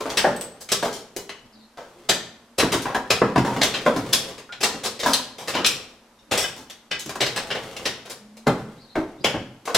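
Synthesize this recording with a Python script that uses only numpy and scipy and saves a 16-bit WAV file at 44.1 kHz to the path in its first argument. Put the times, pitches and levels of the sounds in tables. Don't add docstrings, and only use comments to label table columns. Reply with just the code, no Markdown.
import sys
import numpy as np
from scipy import signal
from scipy.fft import rfft, irfft, next_fast_len
from scipy.io import wavfile
from scipy.ndimage import uniform_filter1d

SR = 44100
rng = np.random.default_rng(int(sys.argv[2]) if len(sys.argv) > 2 else 0)


def wav_out(sig):
    wavfile.write(sys.argv[1], SR, np.round(np.clip(np.atleast_2d(sig).T, -1, 1) * 32767).astype(np.int16))


N = 430857
SIZE = 8192
T, HZ = np.arange(SIZE) / SR, np.fft.rfftfreq(SIZE, 1 / SR)
LEAD_S = 0.008
DEBRIS_DB = 21.0

# (time [s], level [dB], floor boom [dB against level], shattering grit [dB against level],
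# knock frequency [Hz], crumbling time [s])
LUMPS = [(0.004, -24.5, -21, -8.5, 440, 0.0043), (0.057, -22, -18, -18, 270, .018),
         (0.243, -8, -18, -51, 574, 0.017), (0.828, -17, -17, -10, 660, 0.011),
         (0.849, -19.5, -15.5, -8.5, 403, 0.023), (1.774, -30, -26, -13, 542, 0.046),
         (2.628, -14, -4.5, -35, 423, 0.011), (2.741, -18.5, -5, -11, 382, 0.007),
         (2.855, -20.5, -19, -15, 1050, 0.052), (2.947, -17, -14, -11.5, 1110, 0.017),
         (3.218, -9.5, -8, -37, 503, .005), (3.36, -13, -7, -16, 990, .011),
         (3.38, -16.5, 3, -11.5, 202, 0.0066), (3.449, -16.5, -10, -13.5, 930, 0.073),
         (3.564, -19.5, -6, -13, 222, 0.022), (3.864, -9, -12, -18, 466, 0.015),
         (3.963, -19.5, -4.5, -9, 447, .025), (4.742, -30.5, -8, -26, 282, .008),
         (5.061, -13, -14, -6, 1010, 0.039), (5.552, -18.5, -13.5, -10, 960, 0.026),
         (5.589, -21, -13, -22, 490, 0.02), (6.565, -37.5, -6, -0.5, 440, 0.054),
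         (7.061, -36, -2, 2, 300, .005), (7.157, -29.5, -16, -6, 970, 0.0065),
         (8.471, -10.5, -5, -15.5, 794, .008), (8.956, -17.5, -25, -20, 400, 0.024),
         (9.342, -23, -2.5, -26, 567, 0.021), (9.676, -19.5, -27, -14, 480, 0.026)]
# (frequency [Hz], level per Hz [dB])
WOOD_COLOUR = [(35, -19.5), (70, -3.5), (170, 0.5), (300, -2), (470, 6), (1000, -3.5), (1600, -8.5),
               (3000, -13), (5000, -9.5), (8000, -11), (12000, -16), (16000, -25)]
SPOT_LAGS = [1.2e-5, -1.2e-5, 2.2e-5, .6e-5]


def amp(db):
    return 10 ** (np.asarray(db) / 20)


def unit(x):
    return x / np.sqrt(np.sum(x ** 2) + 1e-20)


def read(points, hz):
    f, value = np.transpose(points)
    return np.interp(np.log(hz + 1), np.log(np.sort(f) + 1), value)


def add(mix, s, sound):
    start = max(round(s * SR), 0)
    part = mix[..., start:][..., :sound.shape[-1]]
    part += sound[..., :part.shape[-1]]


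def bump(hz, centre_hz, width_hz):
    return 1 / (1 + (2 * (hz - centre_hz) / width_hz) ** 2)


def tinted(x, points):
    size = next_fast_len(N)
    gain = amp(read(points, np.fft.rfftfreq(size, 1 / SR)))
    return irfft(rfft(x, size) * gain, size)[..., :N]


def paired(z, hz):
    # (frequency [Hz], correlation [-1 to 1])
    likeness = [(60, 0.99), (250, 1), (500, 0.98), (1000, 0.89), (2000, 0.6), (4000, 0.35), (8000, 0.25),
                (14000, 0.18)]
    same = read(likeness, hz)
    mid = z[0] * np.sqrt((1 + same) / 2)
    side = z[1] * np.sqrt((1 - same) / 2)
    return np.array([mid + side, mid - side])


def room(x, direct_db, wet_db, lag_s):
    # (frequency [Hz], time [s])
    fade_times = [(60, 0.76), (260, 0.75), (700, 0.56), (1840, 0.59), (4850, 0.51), (9000, 0.41),
                  (15000, 0.3)]
    # (frequency [Hz], width [Hz], lift [dB])
    resonances = [(48, 10, 3), (125.4, 19, 6), (220, 67, 4.5), (305, 8.2, -2.5), (553, 15, -2)]
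    # (frequency [Hz], left minus right [dB])
    balance = [(60, -1.3), (110, 1), (200, -1.5), (380, 0.5), (700, 0.05), (1290, 1.5), (2380, 2),
               (4400, 2), (8120, 1.0), (15000, 0.5)]
    build_s, early_db, early_s = 0.0015, 10.0, 0.042
    size = 4 * SIZE
    t, hz = np.arange(size) / SR, np.fft.rfftfreq(size, 1 / SR)

    echoes = rng.choice([-1., 1.], (2, size)) * (rng.random((2, size)) < 4000 / SR)
    echoes *= (1 - np.exp(-t / build_s)) * amp(early_db * np.exp(-t / early_s))
    f, at, z = signal.stft(echoes, SR, nperseg=256)
    fading = amp(-60 * at / read(fade_times, f)[:, None])
    tail = signal.istft(z * fading, SR, nperseg=256)[1][:, :size]
    lift_db = sum(db * bump(hz, centre_hz, width_hz) for centre_hz, width_hz, db in resonances)
    walls = paired(rfft(unit(tail)), hz) * np.sqrt(2) * amp(wet_db + lift_db)

    delay_s = 16 / SR + np.array([[-.5], [.5]]) * lag_s
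    direct = amp(direct_db) * np.exp(-2j * np.pi * hz * delay_s)
    sides = amp(np.array([[.5], [-.5]]) * read(balance, hz))
    response = irfft((direct + walls) * sides)
    return signal.oaconvolve(x[None], response, axes=1)[:, :N]


def air():
    # (frequency [Hz], level per Hz [dB])
    air_colour = [(15, -59), (25, -3), (161, -24), (229, 1.5), (285, -8.5), (405, -12), (545, -9.5),
                  (734, -10.5), (911, -9.5), (2350, -19.5), (4870, -21.5), (13200, -30.5), (16000, -60)]
    level_db = -56.5
    size = next_fast_len(N, True)
    spectra = rfft(rng.standard_normal((2, size)))
    noise = irfft(paired(spectra, np.fft.rfftfreq(size, 1 / SR)))
    return unit(tinted(noise[:, :N], air_colour)) * np.sqrt(2 * N) * amp(level_db)


def glides(notes, waver):
    out = np.zeros(N)
    for s, length_s, start_hz, end_hz, db in notes:
        n = int(length_s * SR)
        drift = uniform_filter1d(rng.standard_normal(SR), size=200)[:n]
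        pitch_hz = np.linspace(start_hz, end_hz, n) * (1 + waver * drift)
        turns = np.cumsum(pitch_hz) / SR
        add(out, s, amp(db) * np.sin(2 * np.pi * turns) * signal.windows.tukey(n, .5))
    return out


def hums():
    # (time [s], length [s], start pitch [Hz], end pitch [Hz], level [dB])
    hum_notes = [(1.5, .19, 215, 224, -50.5), (1.94, 0.12, 356, 344, -50.5), (2.42, 0.15, 229, 242, -55),
                 (8.17, 0.325, 200.6, 229, -45.5), (8.53, 0.22, 217, 217, -40)]
    return glides(hum_notes, waver=0.37)


def bird():
    # (time [s], length [s], start pitch [Hz], end pitch [Hz], level [dB])
    chirps = [(1.52, 0.045, 5120, 4620, -52), (1.58, .08, 4300, 3900, -55), (8.77, 0.068, 3700, 5100, -53),
              (8.80, 0.063, 5100, 4120, -53), (8.87, 0.069, 3850, 4230, -51),
              (9.17, 0.052, 3370, 4280, -57), (9.205, 0.018, 4960, 4820, -44)]
    return glides(chirps, waver=0.88)


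def flow():
    # (time [s], length [s], level [dB])
    spills = [(0, 0.26, -34.5), (1.803, 0.23, -51), (3.447, 0.84, -38), (4.655, 0.091, -41),
              (5.64, 0.1, -40), (7.213, 0.63, -38.5)]
    rise_s, fade_db_per_s = 0.013, 99
    scatter_db, settle_db_per_s = -30.5, 46.5
    t = np.arange(0, N, 64) / SR
    power = np.zeros(len(t))
    for s, length_s, db in spills:
        rise = np.clip((t - s) / rise_s, 0, 1)
        overrun_s = np.maximum(t - s - length_s, 0)
        power += (rise * amp(db - fade_db_per_s * overrun_s)) ** 2
    for s, db, *_ in LUMPS:
        power += (t > s) * amp(db + scatter_db - settle_db_per_s * abs(t - s)) ** 2
    return np.interp(np.arange(N) / SR, t, np.sqrt(power))


def patter(colour, per_s, spread_db):
    sizes = amp(spread_db * np.minimum(rng.exponential(1, N), 4))
    ticks = rng.standard_normal(N) * sizes * (rng.random(N) < per_s / SR)
    return unit(tinted(ticks, colour)) * np.sqrt(N)


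def grit():
    # (frequency [Hz], level per Hz [dB])
    crumb_colour = [(40, 0), (150, 2.5), (500, 13), (1200, 1.5), (3500, -3), (8000, -9), (16000, -22)]
    crumbs = amp(-6.0) * patter(crumb_colour, per_s=1500, spread_db=5.0)
    splinters = amp(-22.0) * patter(WOOD_COLOUR, per_s=270, spread_db=-1.0)
    return flow() * (crumbs + splinters)


def fracture(length_s, swell_s, blow_db, linger_db, clump_db, spread_db, per_s):
    shape, t = (len(SPOT_LAGS), SIZE), T - LEAD_S
    sizes = rng.standard_normal(shape) * amp(spread_db * np.minimum(rng.exponential(1, shape), 4))
    breaks = sizes * (rng.random(shape) < per_s / SR)
    knots = T[::96]
    clumps = amp(clump_db * np.interp(T, knots, rng.standard_normal(len(knots))))
    swell, after = np.exp(np.minimum(t, 0) / swell_s), np.maximum(t, 0)
    fade = np.exp(-after / length_s) + amp(linger_db) * np.exp(-after / 0.033)
    cloud = unit(breaks * clumps * swell * fade)
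    cloud[rng.integers(len(cloud)), round(LEAD_S * SR)] += amp(blow_db)
    return unit(cloud)


def rings(blows, modes):
    out = np.zeros((len(SPOT_LAGS), N))
    ring = sum(amp(db - 60 * T / t60) * np.sin(2 * np.pi * hz * T) for hz, db, t60 in modes)
    for s, db in blows:
        drive = fracture(0.01, swell_s=0.00058, blow_db=6.5, linger_db=-23,
                         clump_db=6.5, spread_db=1.5, per_s=5200)
        add(out, s - LEAD_S, amp(db) * signal.fftconvolve(drive, ring[None], axes=1))
    return out


def squeaking_nail():
    # (time [s], level [dB])
    squeaks = [(4.492, -31)]
    # (frequency [Hz], level [dB], time to fade by 60 dB [s])
    shank = [(1424, 0, 0.052)]
    return rings(squeaks, shank)


def bouncing_nail():
    # (time [s], level [dB])
    pings = [(.364, -25.5), (.411, -18.5), (7.362, -22.5)]
    # (frequency [Hz], level [dB], time to fade by 60 dB [s])
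    nail = [(8050, -7, 0.045), (8360, -5.5, 0.03), (12200, -10, 0.003), (5470, 13, 0.00031)]
    return rings(pings, nail)


def slipping_bar():
    # (time [s], level [dB])
    slips = [(1.166, -45), (1.293, -43.5)]
    # (frequency [Hz], level [dB], time to fade by 60 dB [s])
    bar = [(2110, -6, 0.16), (2950, -0.5, 0.29), (3280, -4.5, 0.29), (4100, 1, 0.13), (5534, -8, .1),
           (6470, -4, 0.14)]
    return rings(slips, bar)


def scraping_bar():
    # (time [s], level [dB])
    scrapes = [(5.0, -32), (5.035, -30), (6.19, -55.5)]
    # (frequency [Hz], level [dB], time to fade by 60 dB [s])
    scrape = [(2890, -9, .04), (3700, 5, 0.055), (4530, -10, .04), (5480, -2, 0.044), (6400, -5, .04)]
    return rings(scrapes, scrape)


def loose_strip():
    # (time [s], level [dB])
    clacks = [(6.44, -19), (6.915, -19), (7.265, -35)]
    # (frequency [Hz], level [dB], time to fade by 60 dB [s])
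    strip = [(1633, -7, 0.081), (2030, -6.5, 0.033), (2540, -8, 0.054), (3004, -5.5, 0.078),
             (3580, -7.5, .04), (5550, -6.5, 0.034)]
    return rings(clacks, strip)


def lath_ends():
    # (time [s], level [dB])
    knocks = [(2.857, -25), (2.949, -20), (3.218, -22), (3.361, -22), (5.061, -21.5), (7.158, -33)]
    # (frequency [Hz], level [dB], time to fade by 60 dB [s])
    lath_end = [(974, 0.5, 0.033), (995, -5.5, 0.058), (1470, -7, 0.03), (1646, 2, 0.03)]
    return rings(knocks, lath_end)


def boards():
    # (time [s], level [dB], pitch [Hz])
    thunks = [(0.298, -32.5, 240), (1.163, -32.5, 405), (1.774, -38, 580), (8.957, -25.5, 366),
              (8.975, -23, 318)]
    # (multiple of the pitch [ratio], level [dB], time to fade by 60 dB [s])
    board = [(1, 0, 0.17), (1.12, -5.5, 0.1), (1.33, -19, .05)]
    out = np.zeros((len(SPOT_LAGS), N))
    for s, db, pitch_hz in thunks:
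        modes = [(pitch_hz * multiple, mode_db, t60) for multiple, mode_db, t60 in board]
        out += rings([(s, db)], modes)
    return out


def piece(drive, colour_db, bands, levels_db, ripple_db, order):
    ripple = uniform_filter1d(uniform_filter1d(rng.standard_normal(len(HZ)), order), order)
    gain = amp(colour_db + ripple_db * ripple / ripple.std())
    push = rfft(drive)
    energy = np.sum(abs(push) ** 2, axis=0) * 2 / SIZE
    centres_hz = np.sqrt(np.prod(bands, 1))
    for _ in range(2):
        power = energy * gain ** 2
        lifts = [db - 10 * np.log10(power[(HZ > lo) & (HZ < hi)].sum())
                 for (lo, hi), db in zip(bands, levels_db)]
        gain = gain * amp(read(list(zip(centres_hz, lifts)), HZ))
    log_gain = np.log(np.r_[gain, gain[-2:0:-1]] + 1e-7)
    causal = np.exp(np.conj(signal.hilbert(log_gain)))
    return irfft(push * causal[:len(HZ)])


def plaster():
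    # (frequency [Hz], level per Hz [dB])
    plaster_colour = [(35, -19), (70, -15.5), (140, -3), (300, 3.5), (480, 3), (750, 1), (1050, -1.5),
                      (1550, -4), (2200, -14), (4000, -26), (8000, -41.5), (16000, -51.5)]
    # (low edge [Hz], high edge [Hz])
    lump_bands = [(60, 250), (280, 1200), (1300, 2600), (3500, 12000)]
    hollow_db = 7
    out = np.zeros((len(SPOT_LAGS), N))
    for s, db, boom_db, grit_db, knock_hz, crumble_s in LUMPS:
        drive = fracture(crumble_s, swell_s=0.0019, blow_db=-8.5, linger_db=-17.5,
                         clump_db=2.5, spread_db=2.5, per_s=2500)
        colour_db = read(plaster_colour, HZ) + hollow_db * bump(HZ, knock_hz, 0.16 * knock_hz)
        clatter_db = -9.5 + 1 * np.log2(knock_hz / 500)
        levels_db = db + np.array([boom_db, 0, clatter_db, grit_db])
        add(out, s - LEAD_S, piece(drive, colour_db, lump_bands, levels_db, ripple_db=2.5, order=20))
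    return out * amp(DEBRIS_DB)


def laths():
    # (time [s], level [dB], wood body [dB against level], splinter fizz [dB against level],
    # tearing time [s])
    snaps = [(0.101, -24.5, -6, -12, .004), (0.173, -9.5, -10.5, -9.5, 0.0077),
             (0.6075, -35.5, -7, 0, 0.016), (0.689, -25.5, -12.5, -9.5, 0.027),
             (0.719, -12, -7.5, -5, 0.0053), (0.928, -27.5, -28, -5.5, 0.038),
             (1.164, -29, 1, -0.5, 0.0036), (1.293, -28.5, -5, -16, 0.0035), (2.093, -8, -8, -9, 0.0055),
             (2.583, -16, 0, -4, 0.011), (2.598, -11.5, -6.5, -13, 0.0047), (2.721, -15.5, -3, -7, 0.018),
             (2.821, -30, -18, -3, 0.0096), (3.105, -8.5, -5.5, -11.5, 0.0068),
             (3.615, -10.5, -6.5, -16, 0.0053), (3.632, -11.5, -7, -7.5, 0.0093),
             (3.74, -16.5, -9.5, -20, 0.019), (4.13, -8, -15, -5, .005), (4.381, -35, -2, -9, 0.0095),
             (4.524, -28, -12.5, -21.5, 0.011), (4.607, -20.5, -7.5, -8.5, 0.035),
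             (4.631, -10.5, -5.5, -7.5, 0.013), (4.836, -23, -4, -6, 0.016), (4.852, -18.5, -5, -6.5, 0.01),
             (4.994, -23, -7.5, -9, 0.018), (5.031, -20.5, -0.5, -12, 0.03),
             (5.134, -9.5, -22, -8.5, 0.012), (5.384, -29.5, 0.5, -8, 0.045),
             (5.476, -20, -2.5, -8.5, .027), (5.537, -16.5, -5.5, -25, 0.044),
             (5.647, -8, -17, -19, 0.0032), (5.662, -11, -21, -5, .004), (6.313, -13.5, -1, -10, 0.032),
             (6.376, -14, -8.5, -3.5, .03), (6.699, -32, -11, -9, 0.012), (6.912, -20, -10, -20, 0.022),
             (6.993, -28, -17, -3.5, 0.01), (7.094, -27.5, -1.5, -8, 0.0079),
             (7.207, -10.5, -6.5, -15, 0.014), (7.264, -19.5, -10, -13, 0.0069),
             (7.361, -18, -7, -12.5, .018), (7.505, -17.5, -8.5, -22, 0.012), (7.551, -24, 0, -24, 0.011),
             (7.767, -27.5, -9, -12, 0.0066), (7.855, -14.5, -7.5, -14, .012), (8.055, -37, 0.5, -9, 0.019),
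             (8.099, -29.5, -3.5, -3, 0.015), (8.37, -42.5, -3, -5, 0.0092),
             (9.245, -10.5, -2.5, -15, 0.0029), (9.655, -32, -2, -4, 0.016), (9.748, -8, -6, -8, 0.0037)]
    # (low edge [Hz], high edge [Hz])
    snap_bands = [(70, 300), (300, 1300), (1500, 6500), (7000, 16000)]
    typical_hz, spread_octaves, ring_db = 2970, 0.56, 3
    out = np.zeros((len(SPOT_LAGS), N))
    for s, db, body_db, fizz_db, tear_s in snaps:
        drive = fracture(tear_s, swell_s=0.0013, blow_db=-27, linger_db=-24.0,
                         clump_db=3.5, spread_db=3.5, per_s=5000)
        ring_hz = typical_hz * 2 ** (spread_octaves * rng.standard_normal())
        colour_db = read(WOOD_COLOUR, HZ) + ring_db * bump(HZ, ring_hz, 0.13 * ring_hz)
        thump_db = -11 + 0.76 * body_db
        levels_db = db + np.array([thump_db, body_db, 0, fizz_db])
        add(out, s - LEAD_S, piece(drive, colour_db, snap_bands, levels_db, ripple_db=2.0, order=60))
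    return out * amp(DEBRIS_DB)


def scene():
    background = air() + hums()
    chirping = room(bird(), direct_db=-6.0, wet_db=-1.0, lag_s=1e-5)
    trickle = room(grit(), direct_db=0.0, wet_db=3.5, lag_s=1e-5)
    metal = squeaking_nail() + bouncing_nail() + slipping_bar() + scraping_bar()
    floor = lath_ends() + boards() + plaster()
    ceiling = metal + loose_strip() + laths()
    underfoot = sum(room(spot, direct_db=1.5, wet_db=2.5, lag_s=lag) for spot, lag in zip(floor, SPOT_LAGS))
    overhead = sum(room(spot, direct_db=-2.0, wet_db=1.71, lag_s=lag) for spot, lag in zip(ceiling, SPOT_LAGS))
    return background + chirping + trickle + underfoot + overhead


def record(dry):
    limit, cut_hz = 0.95, 15950
    rounded = limit * np.tanh(dry / limit)
    low_pass = signal.firwin(401, cut_hz, window=("kaiser", 9), fs=SR)
    return signal.oaconvolve(rounded, low_pass[None], "same")


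dry = scene()
out = record(dry)
wav_out(out)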